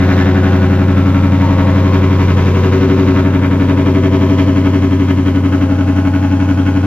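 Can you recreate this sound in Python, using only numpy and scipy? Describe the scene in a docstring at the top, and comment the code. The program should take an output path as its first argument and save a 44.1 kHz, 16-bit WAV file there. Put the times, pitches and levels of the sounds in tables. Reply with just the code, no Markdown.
"""A V8 with open exhaust pipes idles on a concrete driveway, heard first from beside its door.
From the start, three hard and five softer firings per cycle make the pipe's boom and drone throb
eleven times a second. Firings pop and spit rasping gas, the hard ones chuff, and a thin hiss lies below.
Near 2.6 seconds the microphone rounds the bumper: the boom drops and the space underneath howls briefly.
By about six seconds the microphone is behind the tail, where the engine sounds a little quieter."""
import sys
import numpy as np
from scipy import signal
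from scipy.fft import rfft, irfft, next_fast_len
from scipy.io import wavfile
from scipy.ndimage import uniform_filter1d, minimum_filter1d, map_coordinates

SR = 44100
rng = np.random.default_rng(int(sys.argv[2]) if len(sys.argv) > 2 else 0)


def persist_wave(psi):
    """Save psi, clipped to +-1, as 16-bit WAV."""
    counts = np.round(np.clip(psi, -1, 1) * 32767).astype(np.int16)
    wavfile.write(sys.argv[1], SR, np.atleast_2d(counts).T)


N = 302526

# Idle speed. Each row: time in seconds, firings per second.
IDLE_SPEED = [(0, 90.58), (2, 91.77), (2.5, 90.35), (2.8, 91.39), (4.65, 91.59), (5.3, 90.98), (6.86, 91.6)]
# One engine cycle. Each row: a firing's lateness in ms, pressure pulse in dB, gas jet in dB.
CYCLE_FIRINGS = [(-0.272, 3.5, 5.5), (-0.712, 7.5, 5.5), (-0.722, 7, 6.5), (0.104, -3.5, 2.5),
                 (-0.33, -7.5, 1.5), (-0.088, 4, 1.5), (0.036, 1.84, -1), (1.116, 1, 1)]
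# Cycles that burn harder and bark. Each row: time in seconds, boost to the firing kicks in dB.
HARD_BURNS = [(0.105, 2.2), (0.195, 2.2), (0.365, 1), (0.45, 1.5), (1.59, 2), (1.94, 2.5), (2.73, 0.9),
              (3.178, 3.8), (3.44, 2.3), (3.7, 1), (3.87, 1.3), (4.04, 2), (4.391, 3), (4.57, 1),
              (4.66, 2.5), (5.09, 3), (5.27, 3), (5.53, 2.2), (5.62, 1.8), (6.15, 1), (6.5, 1), (6.67, 2)]
# The walk. Each row: time in seconds, position from 0 (beside the car) to 1 (behind it).
MIC_POSITION = [(0, 0.0074), (1.8, 0.08), (2.6, 0.46), (3.2, 0.19), (4.6, 0.81), (5.2, 0.78), (5.7, 0.97),
                (6.86, 0.96)]
# How strongly the exhaust reaches the microphone. Each row: time in seconds, level in dB.
EXHAUST_REACH = [(0.1, 4), (0.9, -0.5), (1.7, 1.5), (2.3, 0.9), (3.15, 2), (3.3, -3.5), (4.3, -1),
                 (5.3, -4.5), (6.86, -3.5)]
# The engine's tones. Each row: multiple of the cycle rate, then relative level in dB
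# at the three places: beside the car, at its corner, behind it.
ENGINE_TONES = [(4, -41.5, -39.5, -42), (5, -46, -47.5, -51), (6, -44, -41.5, -48), (7, -32, -37.5, -43),
                (8, -5.5, -10.5, -16.5), (9, -36, -34.5, -34.5), (10, -29.5, -30, -30.5),
                (11, -27.5, -29.5, -30), (12, -34, -23, -30.5), (13, -24.5, -24.5, -30.5),
                (14, -29.5, -25.5, -33), (15, -42, -34, -47), (16, -20.5, -22, -24.5),
                (17, -26, -28.5, -29), (18, -20, -25, -24.5), (19, -43, -35.5, -46), (20, -34, -25.5, -32),
                (21, -42, -26, -29), (22, -31, -24, -28), (23, -25.5, -25.5, -24), (24, -18, -14.5, -17.5),
                (25, -19.5, -22.5, -15.5), (26, -30, -23, -25.5), (27, -57, -47, -43),
                (28, -40.5, -50, -46.5), (29, -39, -49.5, -56), (30, -34.5, -35.5, -40),
                (31, -46, -38, -49), (32, -34.5, -35.5, -41.5), (33, -21.5, -24, -36.5),
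                (34, -43, -32.5, -34.5), (35, -42, -42, -48), (36, -46, -39.5, -49), (37, -39.5, -34, -43),
                (38, -61, -44.5, -55), (39, -41, -36, -46), (40, -52, -53.5, -58), (41, -52, -50, -53.5),
                (42, -41, -34.5, -41), (43, -36, -38, -42), (44, -40.5, -41, -45.5),
                (45, -37.5, -36, -35.5), (46, -30.5, -38.5, -39.5), (47, -44, -49, -52),
                (48, -45, -57.5, -53.5), (49, -36, -34.5, -52), (50, -46, -45, -52), (51, -38.5, -38, -54),
                (52, -59, -59.5, -55.5), (53, -46.5, -43.5, -50), (54, -61, -53, -57.5),
                (55, -35.5, -35.5, -35), (56, -38, -39, -40.5), (57, -34, -37.5, -34),
                (58, -45.5, -55.5, -52)]
# Standing waves in the pipe. Each row: pitch in Hz, width in Hz, strength with a sign.
PIPE_WAVES = [(80.4, 5.9, 0.52), (118, 12, 0.79), (209.6, 100, -0.048), (276.36, 4.86, -0.193),
              (375, 4.5, 0.043), (417.7, 5.5, .052), (512.7, 50, .125), (554, 26.1, -.2), (645.7, 6, -.046)]
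# Where the two tailpipes cancel each other. Each row: time in seconds, pitch in Hz, depth in dB.
PIPE_CANCELLING = [(0.2, 246, 3.5), (0.62, 280, 5.5), (1.1, 250, 3.5), (1.5, 251, 4), (2.1, 256.4, 10.5),
                   (2.55, 276, 14), (2.75, 303, 12), (2.9, 318, 0.5), (6.86, 343, 5)]
# The hum, three tones around the 375 Hz standing wave. Each row: time in seconds, level in dB.
HUM_LOUDNESS = [(0.1, -22), (0.26, -20), (0.75, -22), (1.45, -38.5), (2.0, -20.5), (2.35, -28), (2.7, -18),
                (2.9, -14.5), (3.05, -16), (3.35, -26), (3.6, -29), (4.0, -19), (4.25, -21), (4.5, -26),
                (4.85, -23.5), (5.4, -30.5), (6.3, -38.5), (6.75, -33.5)]
# The honk, the tones from about 420 Hz up. Each row: time in seconds, level in dB.
HONK_LOUDNESS = [(0.2, -23.5), (0.9, -27.5), (1.3, -28), (1.65, -22.5), (2.15, -28.5), (2.5, -24.5),
                 (3.0, -24), (3.4, -28), (3.8, -25.5), (4.45, -25), (5.1, -35.5), (5.7, -29.5), (6.4, -34),
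                 (6.8, -33.5)]
# High ringing of pipe and underbody. Each row: pitch in Hz, width in Hz, relative dB at the three places.
HIGH_RINGS = [(749, 45, -13.5, -20, -12), (808.6, 14, -5.5, -14.5, -1), (853, 15, -12, -8, -3.5),
              (945, 17.3, -4, -2.5, -12), (987, 18.6, -10, -1.5, -12.5), (1068, 26, -4.5, -4, -1.5),
              (1126.5, 47, -6.5, -8.5, -8.5), (1291, 33, -7, -5.5, -5), (1353, 25, -8, -17.5, -7.5),
              (1475.5, 23.7, -4.5, -7.5, 2.5), (1557, 24, -9, -14.5, -11), (1610, 33, -8.5, -9.5, -8.5),
              (1668, 26, -10.5, -13.5, -12.5), (1740, 25, -6.5, -7, -12), (1894, 24, -11.5, -15, -18),
              (2006, 20, -9, -11.5, -11), (2083.5, 19, -10, -9, -17.5), (2196, 34, -12, -12, -8.5),
              (2374, 23, -10, -11, -15), (2514, 27, -12, -13, -9), (2670, 45, -14.5, -14.5, -10),
              (2756, 35, -12.5, -18.5, -14.5), (2935, 36, -17, -10.5, -12), (3115, 32, -22.5, -16, -13.5),
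              (3234, 36, -18, -10.5, -13.5), (3738, 60, -12.5, -14, -25.5)]
# Tone colour of the pops. Each row: frequency in Hz, relative level in dB.
POP_COLOUR = [(300, -30.5), (700, 1.0), (1700, -8.5), (2600, -11), (3700, -14), (5000, -22)]
# Tone colour of the rasp, with a deep dip near 8 kHz. Each row: frequency in Hz, relative dB at the three
# places.
RASP_COLOUR = [(250, -37, -43, -37.5), (453, -8.5, -7, -11.5), (700, 2.5, -2, -1), (1000, 2, 2.5, 2.5),
               (1600, -5.5, -10, -4.5), (2080, -2.5, -3.5, -7), (3100, -8, -6.5, -7),
               (3570, -8.5, -11.5, -14), (4500, -13.5, -13, -13), (5100, -16, -14.5, -16.5),
               (5600, -15.5, -14, -14), (7270, -21.5, -19.5, -18.5), (7900, -43, -46, -44.5),
               (14100, -26, -26.5, -31)]
# Tone colours of chuff, rumble and hiss. Each row: frequency in Hz, relative level in dB.
CHUFF_COLOUR = [(700, -26), (1250, -2), (1480, 0.5), (1750, 1), (2150, 0.5), (2500, -2.5), (3250, -2),
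                (3600, -8), (6000, -26)]
RUMBLE_COLOUR = [(15, -9), (30, -11), (48, -12.5), (90, -4), (170, -17), (280, 0.5), (400, -10.5),
                 (600, -10.5), (1200, -47.5)]
HISS_COLOUR = [(800, -20), (3000, 4), (6000, 3), (10000, 0), (12500, -5), (14300, -14)]
# How strong the chuffs are. Each row: time in seconds, level in dB.
CHUFF_LOUDNESS = [(0, -28), (.5, -30), (1.2, -33.5), (1.7, -31), (2.6, -32.5), (3.4, -29.5), (4.2, -33),
                  (5.3, -34.5), (5.9, -34), (6.86, -33.5)]
# The bounce off concrete and bodywork. Each row: time in seconds, extra delay in ms.
BOUNCE_DELAY = [(0, 0.49), (1.6, 0.99), (2.8, .76), (4.2, 0.92), (5.4, 1.0), (6.86, 1.27)]
# Hollows of sill, wheel arch and bumper. Each row: time passed in seconds, half length in seconds,
# pitch in Hz, glide in Hz per second, width in Hz, gain.
BODY_HOLLOWS = [(0.247, 0.64, 710, 203, 88, 1.5), (0.2, 0.3, 1710, 1, 201, 0.32),
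                (0.58, 0.32, 1460, -41.5, 36, 1.3), (1.107, 0.19, 1340, 1.5, 50, 1.2),
                (1.55, 0.27, 914, -30.5, 30, 2.6), (1.6, .2, 1180, 0, 60.4, .7),
                (1.95, 0.33, 1040, -160, 60, 1.2), (3.552, .5, 894, -20.5, 50, 1.7),
                (3.25, 0.33, 1380, 1, 79.6, 0.63), (5.7, .25, 1323, 120, 59.4, 1.1),
                (6.2, 0.65, 853, 20, 50, 1)]
# Stereo balance. Each row: frequency in Hz, left minus right in dB.
SIDE_BALANCE = [(60, -0.4), (150, 1.3), (300, 2.5), (650, 3.5), (1400, 0.2), (3000, -1), (10000, 0)]
# How alike left and right noise are. Each row: frequency in Hz, likeness (1 means the same).
SIDE_LIKENESS = [(300, .95), (700, .7), (1500, .82), (3000, .76), (6000, .66), (12000, .6)]

TIME = np.arange(N) / SR


def amp(db):
    """Turn decibels into a gain."""
    return 10 ** (np.asarray(db) / 20)


def unit(x):
    """Scale a signal to an average (rms) level of 1."""
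    return x / np.sqrt(np.mean(x ** 2) + 1e-20)


def along(points, hz):
    """Read a table of frequencies and values at hz, on a log scale."""
    freqs, values = np.transpose(points)
    return np.interp(np.log(hz + 1), np.log(freqs), values)


def curves(rows):
    """Give one value per sample for each column after the time."""
    seconds, *columns = np.transpose(rows)
    return [np.interp(TIME, seconds, column) for column in columns]


def passing(centre_s, half_s):
    """A bell-shaped swell that reaches 1 at centre_s."""
    return np.exp(-((TIME - centre_s) / half_s) ** 2)


def wobble(rate):
    """A smooth curve through `rate` random values a second."""
    knots = rng.standard_normal(int(N * rate / SR) + 4)
    coarse = np.arange(0, N, 64)
    return np.interp(np.arange(N), coarse, map_coordinates(knots, [coarse * rate / SR]))


def filtered(x, response):
    """Filter x; response gives the gain and phase at each frequency."""
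    size = next_fast_len(N + SR // 2)
    return irfft(rfft(x, size) * response(np.fft.rfftfreq(size, 1 / SR)), size)[..., :N]


def resonance(f, centre, width):
    """How one standing wave answers a push at frequency f."""
    return 1j * f * width / (centre ** 2 - f ** 2 + 1j * f * width)


def place_shares(corner):
    """Blend the three places along the walk; `corner` is the position of the middle one."""
    position, = curves(MIC_POSITION)
    return [np.interp(position, [0, corner, 1], place) for place in np.eye(3)]


def firings(firing_count, scatter_db=0.8, jitter_ms=0.042):
    """One kick each time an exhaust valve opens, sized by its cylinder and bigger in a bark."""
    number = np.arange(int(firing_count[-1]))
    late_ms, _, jet_db = np.array(CYCLE_FIRINGS)[number % len(CYCLE_FIRINGS)].T
    timing_luck, size_luck = rng.standard_normal((len(number), 2)).T
    delay = (late_ms + jitter_ms * timing_luck) * SR / 1000
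    starts = np.clip(np.searchsorted(firing_count, number) + delay, 0, N - 1).astype(int)
    bark_db = sum(db * passing(seconds, 0.018) for seconds, db in HARD_BURNS)
    return amp(bark_db) * np.bincount(starts, amp(jet_db + scatter_db * size_luck), N)


def puffs(kicks, rise_s, drain_s):
    """The gas flow swells quickly at every kick, then drains away."""
    t = np.arange(SR // 10) / SR
    shape = (1 - np.exp(-t / rise_s)) * np.exp(-t / drain_s)
    return np.sqrt(np.abs(signal.fftconvolve(kicks ** 2, shape ** 2)[:N]))


def held_at(x, db):
    """Even out x over half a second, then set its level."""
    return amp(db) * x / np.sqrt(np.abs(uniform_filter1d(x ** 2, SR // 2)) + 1e-12)


def pipe_tone(firing_count, reach_db, lag_ms=3.4):
    """The firing pattern rings the pipe, making tones grouped as boom, drone, hum and honk."""
    cylinders = len(CYCLE_FIRINGS)
    late_ms, pulse_db, _ = np.transpose(CYCLE_FIRINGS)
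    cycle_hz = firing_count[-1] / cylinders * SR / N
    valve_opens = np.arange(cylinders) / cylinders + (late_ms + lag_ms) * cycle_hz / 1000
    cycle_count = (firing_count + 0.011 * wobble(30)) / cylinders
    cancel_hz, cancel_db = curves(PIPE_CANCELLING)
    cancel_width_hz, howl_hz, howl_width_hz = 20, 486, 22
    howl_db = 8 * passing(2.68, 0.52)  # the space under the bumper howls near the corner
    shares = np.array(place_shares(corner=0.37))
    boom, drone, hum, honk = np.zeros((4, N))
    for multiple, *levels_db in ENGINE_TONES:
        hz = multiple * cycle_hz
        # the firing pattern and the pipe decide when each tone crests
        pattern = np.sum(amp(pulse_db) * np.exp(-2j * np.pi * multiple * valve_opens))
        pipe = sum(strength * resonance(hz, pitch, width) for pitch, width, strength in PIPE_WAVES)
        phase = 2 * np.pi * multiple * cycle_count + np.angle(pattern * pipe)
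        tone = (amp(levels_db) @ shares) * np.cos(phase)
        if multiple == cylinders:  # the firing rate, near the pipe's deepest standing wave
            boom += tone
        elif 32 <= multiple <= 34:
            hum += tone
        elif multiple < 37:
            dip_db = cancel_db / (1 + ((hz - cancel_hz) / cancel_width_hz) ** 2)
            drone += tone * amp(0.67 * wobble(9) - dip_db)
        else:  # short waves add up differently with every step
            lift_db = howl_db / (1 + ((hz - howl_hz) / howl_width_hz) ** 2)
            honk += tone * amp(1.8 * wobble(2.5) + lift_db)
    past_bumper = np.clip((TIME - 2.6) / 0.54 + 0.5, 0, 1)
    return (held_at(boom, -11 + 0.32 * reach_db - 2 * past_bumper)
            + held_at(drone, -10.5 + 0.54 * reach_db - 0.32 * cancel_db)
            + held_at(hum, curves(HUM_LOUDNESS)[0])
            + held_at(honk, curves(HONK_LOUDNESS)[0]))


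def ringing(blows, colour):
    """Blows set pipe and underbody ringing, in a mix that changes along the walk."""
    def response(f):
        rings = [(-1) ** k * resonance(f, hz, width) for k, (hz, width, *_) in enumerate(HIGH_RINGS)]
        place_gains = amp(np.array(HIGH_RINGS)[:, 2:]).T
        return (amp(along(colour, f)) * (place_gains @ np.array(rings)))[:, None]
    places = filtered(blows, response)
    return sum(share * unit(sound) for share, sound in zip(place_shares(corner=0.74), places))


def pops(kicks):
    """Each pressure front, with a short burst of swirling gas, strikes the high rings."""
    burst = puffs(kicks, rise_s=0.00055, drain_s=0.01) * rng.standard_normal(N)
    return ringing(unit(kicks) + 0.45 * unit(burst), POP_COLOUR)


def rush(colour, flow=1):
    """Rushing stereo noise that follows the flow; left and right are less alike in the treble."""
    def response(f):
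        spread = np.arccos(along(SIDE_LIKENESS, f)) / 2
        return amp(along(colour, f)) * [np.cos(spread), np.sin(spread)]
    mid, side = filtered(rng.standard_normal((2, N)) * flow, response)
    return unit(np.array([mid + side, mid - side]))


def gas_rasp(flow):
    """Gas swirling at the pipe mouths swells with the flow and changes colour along the walk."""
    colours = np.array(RASP_COLOUR)
    return sum(np.sqrt(share) * rush(colours[:, [0, column]], flow)
               for column, share in enumerate(place_shares(corner=0.68), start=1))


def chuffs(kicks):
    """The hardest firings drive the gas fast enough to spit short, ringing bursts."""
    hard_kicks = kicks ** 1.75  # big kicks now tower over small ones
    spit = puffs(hard_kicks, rise_s=0.0003, drain_s=0.008) * rng.standard_normal((2, N))
    return ringing(unit(hard_kicks) + 0.8 * unit(spit), CHUFF_COLOUR)


def bounce(x, share=0.11):
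    """An echo off concrete and bodywork shifts with the walk, sliding peaks and dips through x."""
    delay_s = curves(BOUNCE_DELAY)[0] / 1000
    echo = np.array([np.interp(TIME - delay_s, TIME, channel) for channel in x])
    return (x + share * echo) / np.sqrt(1 + share ** 2)


def hollows(x):
    """Each hollow in the car adds a gliding ring that swells and fades as the microphone passes."""
    out = x.copy()
    for seconds, half_s, hz, glide, width, gain in BODY_HOLLOWS:
        spin = np.exp(2j * np.pi * np.cumsum(hz + glide * (TIME - seconds)) / SR)
        keep = np.exp(-np.pi * width / SR)
        # shift the hollow's pitch down to 0 Hz, smooth, and shift it back
        ring = 2 * np.real(spin * signal.lfilter([1 - keep], [1, -keep], x / spin))
        out += gain * passing(seconds, half_s) * ring
    return out


def microphone(x, lead_samples=2.8):
    """Sound reaches the left side a little earlier and, in the lower middle range, louder."""
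    side = np.array([[0.5], [-0.5]])
    lead_s = side * lead_samples / SR
    return filtered(x, lambda f: amp(side * along(SIDE_BALANCE, f)) * np.exp(2j * np.pi * f * lead_s))


def scene():
    """One crankshaft times the pipe tone, pops and gas noise, over a steady hiss."""
    firing_count = np.cumsum(curves(IDLE_SPEED)[0]) / SR
    reach_db, = curves(EXHAUST_REACH)
    kicks = firings(firing_count)
    flow = unit(puffs(kicks, rise_s=0.0006, drain_s=0.029))
    tone = pipe_tone(firing_count, reach_db)
    popping = amp(-30.5 + reach_db) * pops(kicks ** 0.72)  # a power below 1 evens out the kicks
    rasp = amp(-30 + reach_db + 0.52 * wobble(11)) * gas_rasp(flow ** 0.84)
    chuffing = amp(curves(CHUFF_LOUDNESS)[0]) * chuffs(kicks)
    rumble = amp(-27) * rush(RUMBLE_COLOUR, flow)
    hiss = amp(-51.5) * rush(HISS_COLOUR)
    return microphone(tone + hollows(bounce(popping + rasp + chuffing)) + rumble + hiss)


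def record(dry, ceiling=0.92, top_hz=14100):
    """A limiter turns the level down just ahead of big peaks; everything above top_hz is cut."""
    needed = np.minimum(1, ceiling / (np.abs(dry).max(axis=0) + 1e-9))
    gain = uniform_filter1d(minimum_filter1d(needed, size=441), size=441)  # 10 ms windows
    return filtered(dry * gain, lambda f: f < top_hz)


dry = scene()
out = record(dry)
persist_wave(out)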